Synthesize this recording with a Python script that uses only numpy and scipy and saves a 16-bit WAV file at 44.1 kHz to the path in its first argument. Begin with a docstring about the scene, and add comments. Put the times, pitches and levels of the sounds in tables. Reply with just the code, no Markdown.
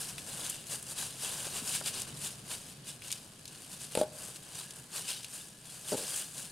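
"""Shovel and dog in dry leaves

An open yard, stereo microphone close by. A little to the left a man shuffles about with a shovel while
a dog trots around him. Every step and scrape crumples a swarm of brittle leaves; twigs snap, and twice
the shovel knocks and judders on something hollow. Trees and a shed return a faint echo, and from far
off come a low rumble and a thin whine."""
import sys
import numpy as np
from scipy import signal
from scipy.fft import rfft, irfft, next_fast_len
from scipy.io import wavfile

SR = 44100
rng = np.random.default_rng(int(sys.argv[2]) if len(sys.argv) > 2 else 0)


def unload_audio(sound):
    """Save the sound as a 16-bit wav file, at the path given as the first command line argument."""
    columns = np.transpose(np.atleast_2d(sound))
    # keep every value between -1 and 1, then stretch to whole-number steps
    steps = np.round(np.clip(columns, -1, 1) * 32767)
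    wavfile.write(sys.argv[1], SR, steps.astype(np.int16))


N = 287223
T = np.arange(N) / SR

# steps and scrapes through the leaves: (time of full pressure [s], hold [s], level [dB],
# attack [s per 20 dB], release [s per 20 dB], relative litter scuff [dB], relative stem crunch [dB])
SHUFFLES = [(0, 0.02, -37, .09, 0.16, -18, -8), (0.091, .008, -41.5, -0.3, .07, -16, -7.5),
            (0.181, .008, -44.5, .03, 0.23, -13, -8), (0.3, 0.11, -42, 0.1, .1, -12, -7.5),
            (0.446, 0.013, -37.5, 0.05, 0.12, -13.5, -5.5), (0.513, 0.032, -48.5, 0.1, 0.4, -19, -5),
            (0.719, 0.014, -34.5, .05, 0.09, -13, -8.5), (.915, .008, -37.5, .09, 0.03, -16, -11),
            (0.991, .007, -34.5, .055, .16, -14, -7.5), (1.08, .115, -48.5, 0.5, .12, -14.5, -6),
            (1.233, .005, -35, 0.05, .1, -13.5, -6.5), (1.288, .19, -39, 0.17, 0.1, -12, -6.5),
            (1.573, 0.012, -35.5, .1, 0.07, -11.5, -6), (1.68, 0.024, -36, 0.15, .07, -14, -8.5),
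            (1.742, 0.01, -32.5, 0.09, .1, -20.5, -6), (1.868, 0.014, -33.5, 0.05, 0.05, -18.5, -5),
            (1.942, .065, -39, .08, .09, -12.5, -5), (2.074, .006, -46.5, -0.1, 0.1, -7.5, -5),
            (2.225, 0.04, -39.5, .14, 0.17, -18, -7.5), (2.508, 0.042, -38.5, .06, 0.05, -13.5, -6),
            (2.629, 0.1, -51.5, 0.4, -0.16, -14, -6.5), (2.883, 0.013, -41.5, .045, 0.1, -15.5, -6),
            (3.033, 0.12, -48, -0.13, 0.22, -14, -5.5), (3.533, 0.072, -51, .1, 0.5, -11.5, -6),
            (3.717, 0.02, -44.5, 0.07, .07, -19, -9), (3.805, 0.042, -43.5, 0.04, 0.05, -16.5, -6.5),
            (3.986, .027, -40, 0.13, 0.04, -15, -6), (4.207, .072, -45.5, 0.2, 0.25, -13, -8.5),
            (4.358, .006, -43.5, -0.08, 0.02, -26, -7), (4.595, .01, -42.5, .22, .17, -13.5, -6.5),
            (4.76, 0.0072, -49.5, .04, 0.2, -11.5, -11), (4.961, 0.012, -36.5, 0.07, 0.11, -13, -7),
            (5.091, 0.015, -34, 0.06, 0.09, -19, -4), (5.176, 0.019, -45, .08, 0.14, -15, -5),
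            (5.339, 0.033, -42, 0.08, 0.2, -18, -8.5), (5.718, .077, -47, 0.18, 0.2, -14, -7.5),
            (5.891, .034, -36.5, 0.07, .07, -15.5, -8.5), (5.979, 0.16, -39, 0.09, .04, -15.5, -7),
            (6.17, 0.016, -36, 0.16, .17, -18.5, -9), (6.355, 0.071, -43.5, .08, .14, -16.5, -8.5)]
# dry leaves, close up: (frequency [Hz], level [dB])
LEAF_SPECTRUM = [(300, -25.5), (1200, -13), (1680, -8), (1900, -13), (2400, -7), (3000, -2.5), (3550, -5.5),
                 (5000, -5.5), (5450, -7.5), (8700, -1), (9200, -1.5), (9800, 0), (12500, -13),
                 (15000, -22)]
# the packed litter beneath: (frequency [Hz], level [dB])
LITTER_SPECTRUM = [(80, -31), (220, -6), (370, -2), (600, 3), (1000, 1), (1300, -5.5), (1600, 0.5),
                   (1950, -11.5), (4000, -27)]
# course of the distant rumble: (time [s], level [dB])
RUMBLE_LEVELS = [(0.0, -52), (0.9, -56), (2.15, -52), (2.6, -56), (3.5, -58), (4.2, -56.5), (5.5, -60),
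                 (6.51, -57)]
# the rumble as it reaches the yard: (frequency [Hz], level [dB])
RUMBLE_SPECTRUM = [(20, -16), (45, -16.5), (75, -10.5), (105, -6.5), (138, 1), (200, -5.5), (290, -11),
                   (450, -14), (900, -20.5), (1400, -23), (1730, -25), (1900, -25.5), (5000, -25.5),
                   (15000, -48)]
# course of the far-off whine: (time [s], level [dB])
WHINE_LEVELS = [(0, -70), (2.4, -75), (4.3, -77), (4.65, -62.5), (4.95, -76), (5.3, -71), (6.5, -72)]
# snapping twigs and stems: (time [s], peak [dB], pitch [Hz], t60 [s])
SNAPS = [(0.182, -22.5, 2430, 0.034), (.397, -28.5, 7000, .015), (.496, -24.5, 9600, 0.031),
         (0.499, -21, 9700, 0.026), (0.669, -29, 7400, 0.028), (0.754, -28, 8010, .012),
         (0.827, -27, 8160, .014), (1.469, -25, 5000, .012), (1.744, -30, 2800, .04),
         (1.86, -24, 4500, .04), (2.0194, -20, 6400, 0.0088), (2.172, -37, 7000, .012),
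         (2.273, -27.5, 8500, 0.013), (3.0206, -31, 2900, 0.04), (3.046, -31.5, 2900, .036),
         (3.082, -29, 6480, 0.016), (3.105, -26.5, 2900, 0.086), (3.117, -20, 8500, 0.014),
         (3.1257, -17.5, 4670, 0.026), (3.1775, -34, 4500, .031), (3.4551, -31, 5000, 0.019),
         (3.4781, -31.5, 5480, 0.061), (4.707, -32, 5500, 0.024), (5.23, -33, 5000, .015),
         (5.2453, -27, 4200, 0.024), (5.6552, -35, 7000, 0.018), (6.161, -21.5, 9000, 0.034),
         (6.380, -24, 5980, 0.023)]
# splintering wood: (frequency [Hz], level [dB])
WOOD_SPECTRUM = [(500, -25), (1800, -15), (2400, -3), (3100, -1.5), (5500, -4.5), (9800, 4.5),
                 (12500, -3.5), (15000, -17)]
# footfalls and taps on the ground: (time [s], peak [dB], rough pitch [Hz], t60 [s])
FOOTFALLS = [(.735, -43, 660, .05), (1.467, -38, 600, 0.041), (1.555, -39, 580, 0.04024),
             (1.622, -38, 214, 0.072), (1.811, -31.5, 800, 0.033), (1.862, -40, 503, 0.029)]
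# shovel knocks: (time [s], level [dB], contact [ms], relative ring [dB], relative grit tick [dB],
# judder length [s], first rebound gap [s], fall over the judder [dB])
KNOCKS = [(3.952, -22.5, 0.7336, -5, 6, 0, .015, 0), (3.9736, -16, 1.37, -3, -3.5, 0, .015, 0),
          (3.9896, -24.5, 1.4, 7, -18, 0.029, .0143, 8), (4.0132, -15, 0.18, 10.5, -11.5, 0.034, .018, 18),
          (5.9197, -24, 1.3, -5, -7, .037, .005, 3.5), (5.9783, -35.5, 1.2, -5, -13, .075, .008, 5)]
# modes of the hollow body's dull thud: (frequency [Hz], level [dB], t60 [s])
THUD_MODES = [(212, -18, 0.036), (400, -23.5, 0.008), (545, 9, 0.024), (720, -11, 0.039), (880, -13, 0.032),
              (1400, -24, .015)]
# the body's rough rattle after a blow: (frequency [Hz], level [dB])
RATTLE_SPECTRUM = [(50, -9), (190, -14), (420, 9.5), (620, -1), (700, -12), (830, 9), (1100, -10),
                   (1500, -5.5), (2200, -51)]
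# grit under the blade: (frequency [Hz], level [dB])
GRIT_SPECTRUM = [(600, -10), (1600, -3), (1900, 1), (2400, 2.5), (4500, 1), (6000, -12), (8500, 4),
                 (11000, 3.5), (15500, -39)]
# the work lies a little left of the microphone: (frequency [Hz], left minus right [dB])
LEFT_BIAS = [(200, 0), (1000, 1.4), (3300, 1.5), (3900, 0), (4850, 3.5), (5500, 1.5), (7100, 5.5),
             (8200, 1), (15000, .8)]


def undb(db):
    """Decibels to gain."""
    return 10 ** (np.asarray(db) / 20)


def unit(x):
    """Scale to rms 1."""
    return x / np.sqrt(np.mean(x ** 2))


def at_peak(x, db):
    """Scale to a peak level."""
    return undb(db) * x / np.abs(x).max()


def colour(x, spectrum):
    """Filter a sound by a (frequency [Hz], level [dB]) curve."""
    size = next_fast_len(x.shape[-1] + 2048, True)
    hz, db = np.transpose(spectrum)
    bin_db = np.interp(np.log(np.arange(size // 2 + 1) * SR / size + 1), np.log(hz), db)
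    return irfft(rfft(x, size) * undb(bin_db), size)[..., :x.shape[-1]]


def fade(t, t60):
    """Exponential decay, 60 dB down after t60."""
    return np.exp(-np.log(1000) * t / t60)


def add(out, s, x):
    """Mix a sound in at time s."""
    i = int(s * SR)
    out[..., i:i + x.shape[-1]] += x[..., :N - i]


def stirring(shortest_s=.02):
    """Foot or blade presses in, holds and lets go: leaf level, and scuff and crunch relative to it (dB)."""
    settling_db = -57.5 + np.array([0, -14, -5.5])  # disturbed leaves keep settling between steps
    power = np.outer(undb(settling_db) ** 2, np.ones(N))
    for s, hold, db, attack, release, scuff_db, crunch_db in SHUFFLES:
        span = slice(*np.searchsorted(T, [s - .5, s + hold + .5]))
        t = T[span] - s
        pressing = np.maximum(-t, 0) / max(attack, shortest_s)
        lifting = np.maximum(t - hold, 0) / max(release, shortest_s)
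        pressure = undb(-20 * (pressing + lifting))
        power[:, span] += np.outer(undb(db + np.array([0, scuff_db, crunch_db])), pressure) ** 2
    stir, scuff, crunch = 10 * np.log10(power)
    return stir, scuff - stir, crunch - stir


def crackle(per_s, spread_db, t60, scatter, count):
    """Tiny fractures, many weak and a few strong; each of count leaves has its own ring and place."""
    out, t = np.zeros((2, N)), T[:512]
    for _ in range(count):
        breaks = rng.random(N) < per_s / count / SR
        size = undb(spread_db * np.clip(rng.standard_normal(N), -3, 2.3)[breaks])
        clicks = np.zeros(N)
        clicks[breaks] = size * np.where(np.flatnonzero(breaks) % 2, 1, -1)  # either polarity
        mid, side = rng.standard_normal((2, len(t))) * fade(t, t60)
        ring = unit(np.array([mid + scatter * side, mid - scatter * side]))
        out += signal.oaconvolve(clicks[None], ring, axes=1)[:, :N]
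    return out / np.sqrt(per_s)


def flicks(per_s, low_hz, high_hz, t60):
    """Stiff leaves spring free, each with a very short ring of its own pitch."""
    out, t = np.zeros((2, N)), T[:2048]
    for when, pitch, size, place in rng.random((int(per_s * N / SR), 4)):
        hz = low_hz * (high_hz / low_hz) ** pitch
        ring = np.sin(2 * np.pi * hz * t) * fade(t, t60)
        add(out, when * T[-1], size ** 2 * np.outer([1.5 + place, 2.5 - place], ring))
    return unit(out)


def snags(per_s, release_s):
    """Leaves catch and let go: sudden jumps of tension that die away, rms 1."""
    jumps = (rng.random(N) < per_s / SR) * rng.uniform(.26, 1, N)
    tension = signal.lfilter([1], [1, -np.exp(-1 / (release_s * SR))], jumps)
    return unit(tension - tension.mean())


def leaves():
    """Harder stirring breaks more leaves each second; pressing adds stem crunch and a duller scuff."""
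    stir_db, scuff_db, crunch_db = stirring()
    per_s = 3400 * undb(.7 * (stir_db + 42))
    breaking = unit(colour(crackle(per_s, spread_db=3.2, t60=.006, scatter=.11, count=14), LEAF_SPECTRUM))
    sliding = unit(colour(crackle(9000, spread_db=-1, t60=.0038, scatter=.11, count=6), LEAF_SPECTRUM))
    springing = flicks(per_s=400, low_hz=2700, high_hz=11500, t60=.055)
    top = unit(breaking + .5 * sliding + undb(-8.5) * springing)
    stems = signal.sosfiltfilt(signal.butter(2, [2000, 5200], "band", fs=SR, output="sos"), top)
    top += (undb(1.29 * (crunch_db + 6.5)) - 1) * stems
    litter = crackle(per_s / 3, spread_db=2.5, t60=.012, scatter=.21, count=8)
    scuff = unit(colour(litter, LITTER_SPECTRUM))
    snag_db = 1.1 * snags(per_s=100, release_s=.011)
    return (undb(-.43) * top + undb(scuff_db - .5) * scuff) * undb(stir_db + snag_db)


def yard_echo(near, wet_db, t60):
    """Trunks and the shed wall scatter a thin, dull echo back to the microphone."""
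    t = T[:SR // 2]
    noise = rng.standard_normal((3, len(t))) * fade(t, t60) * (1 - np.exp(-t / .0017))
    echo = noise[0] + .2 * noise[1:]  # mostly shared by both channels
    echo = colour(echo, [(150, -16), (700, -1.5), (3000, -6), (12000, -6.5)])
    return signal.oaconvolve(near, undb(wet_db) * unit(echo) / np.sqrt(len(t)), axes=1)[:, :N]


def distant_rumble(wavers_per_s=9.8):
    """A far-off rumble that wavers slightly; its bass is alike in both channels."""
    db = np.interp(T, *np.transpose(RUMBLE_LEVELS))
    mid, side = colour(rng.standard_normal((2, N)), RUMBLE_SPECTRUM)
    side = colour(side, [(30, -13), (130, -30.5), (400, -9.5), (1200, -.5)])
    waver_db = .305 * np.interp(T * wavers_per_s, np.arange(4096), rng.standard_normal(4096))
    return unit(np.array([mid + side, mid - side])) * undb(db + 2.5 + waver_db)


def distant_whine(hz, width_hz):
    """A narrow band of noise, heard as a thin, unsteady tone from far away."""
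    db = np.interp(T, *np.transpose(WHINE_LEVELS))
    band = signal.butter(2, [hz - width_hz / 2, hz + width_hz / 2], "band", fs=SR, output="sos")
    return unit(signal.sosfilt(band, rng.standard_normal(N))) * undb(db)


def twigs():
    """A sharp crack around the twig's own pitch, followed by splintering fibres."""
    out, t = np.zeros((2, N)), T[:4096]
    for s, db, hz, t60 in SNAPS:
        envelope = fade(t, .0014) + .5 * fade(t, t60) + .12 * fade(t, .1)
        mid, side = rng.standard_normal((2, len(t))) * envelope
        resonance = [(hz / 6, -28), (hz / 2, -6), (hz, 0), (hz * 1.35, -5), (hz * 3, -15)]
        crack = colour(np.array([mid + .1168 * side, mid - .16 * side]), resonance)
        add(out, s, at_peak(colour(crack, WOOD_SPECTRUM), db))
    return out


def footfalls():
    """Short dead thumps of weight meeting the soil."""
    out, t = np.zeros(N), T[:4096]
    for s, db, hz, t60 in FOOTFALLS:
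        soil = [(hz / 4, -24), (hz / 1.2, -3), (hz * .76, 0), (hz * 2, -14), (hz * 5, -40)]
        thump = colour(rng.standard_normal(len(t)) * fade(t, t60), soil)
        add(out, s, at_peak(thump, db))
    return out


def blows(slowing=1.1, uneven=.25, softening_ms=1.2, rebound_ring_db=-5, rebound_tick_db=-9):
    """Each knock and its judder: the blade rebounds ever more softly, at uneven, widening gaps."""
    for s, db, contact_ms, ring_db, tick_db, judder_s, gap_s, fall_db in KNOCKS:
        yield s, db, contact_ms, ring_db, tick_db
        stray = np.exp(uneven * rng.uniform(-1, 1, 16))
        delays = np.cumsum(gap_s * stray * slowing ** np.arange(len(stray)))
        for delay in delays[delays < judder_s]:
            spent = delay / judder_s
            softer_ms = contact_ms + softening_ms * spent
            yield s + delay, db - fall_db * spent, softer_ms, rebound_ring_db, rebound_tick_db


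def shovel_knocks(ring_hz=612):
    """The blade pushes a hollow body, the longer the duller; the body rattles and grit ticks."""
    out, t = np.zeros((2, N)), T[:8192]
    thud = sum(undb(db) * np.sin(2 * np.pi * hz * t) * fade(t, t60) for hz, db, t60 in THUD_MODES)
    # most of the ring dies at once, a faint part lingers
    ring = np.sin(2 * np.pi * ring_hz * t) * (fade(t, .095) + undb(-33) * fade(t, .399))
    radiation = signal.butter(2, 170, "high", fs=SR, output="sos")  # a small body gives off little bass
    for s, db, contact_ms, ring_db, tick_db in blows():
        push = np.sin(np.pi * np.minimum(1000 * t / contact_ms, 1))
        response = thud + undb(ring_db) * ring  # a pressed contact thuds, a free one rings
        body = signal.sosfilt(radiation, signal.fftconvolve(response, push)[:len(t)])
        rattle = colour(rng.standard_normal((2, len(t))) * fade(t, .11), RATTLE_SPECTRUM)
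        tick_envelope = fade(t, .018) + .083 * fade(t, .14)
        tick = colour(rng.standard_normal((2, len(t))) * tick_envelope, GRIT_SPECTRUM)
        mid, side = at_peak(rattle, -12.5) + at_peak(tick, tick_db)
        mid += at_peak(body, 0)
        add(out, s, undb(db) * np.array([mid + .2028 * side, mid - .067 * side]))
    return out


def scene():
    """The work close by and a little to the left, the yard around it, rumble and whine far behind."""
    left, right = leaves() + twigs() + footfalls() + shovel_knocks()
    left = colour(left, [(hz, db / 2) for hz, db in LEFT_BIAS])
    right = colour(right, [(hz, -db / 2) for hz, db in LEFT_BIAS])
    near = np.array([left, right])
    echo = yard_echo(near, wet_db=-18.5, t60=.6)
    return near + echo + distant_rumble() + distant_whine(hz=1683, width_hz=100)


def record(dry):
    """The recorder cuts the top steeply above 15750 Hz."""
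    return signal.sosfilt(signal.ellip(10, .2, 70, 15750, fs=SR, output="sos"), dry)


dry = scene()
out = record(dry)
unload_audio(out)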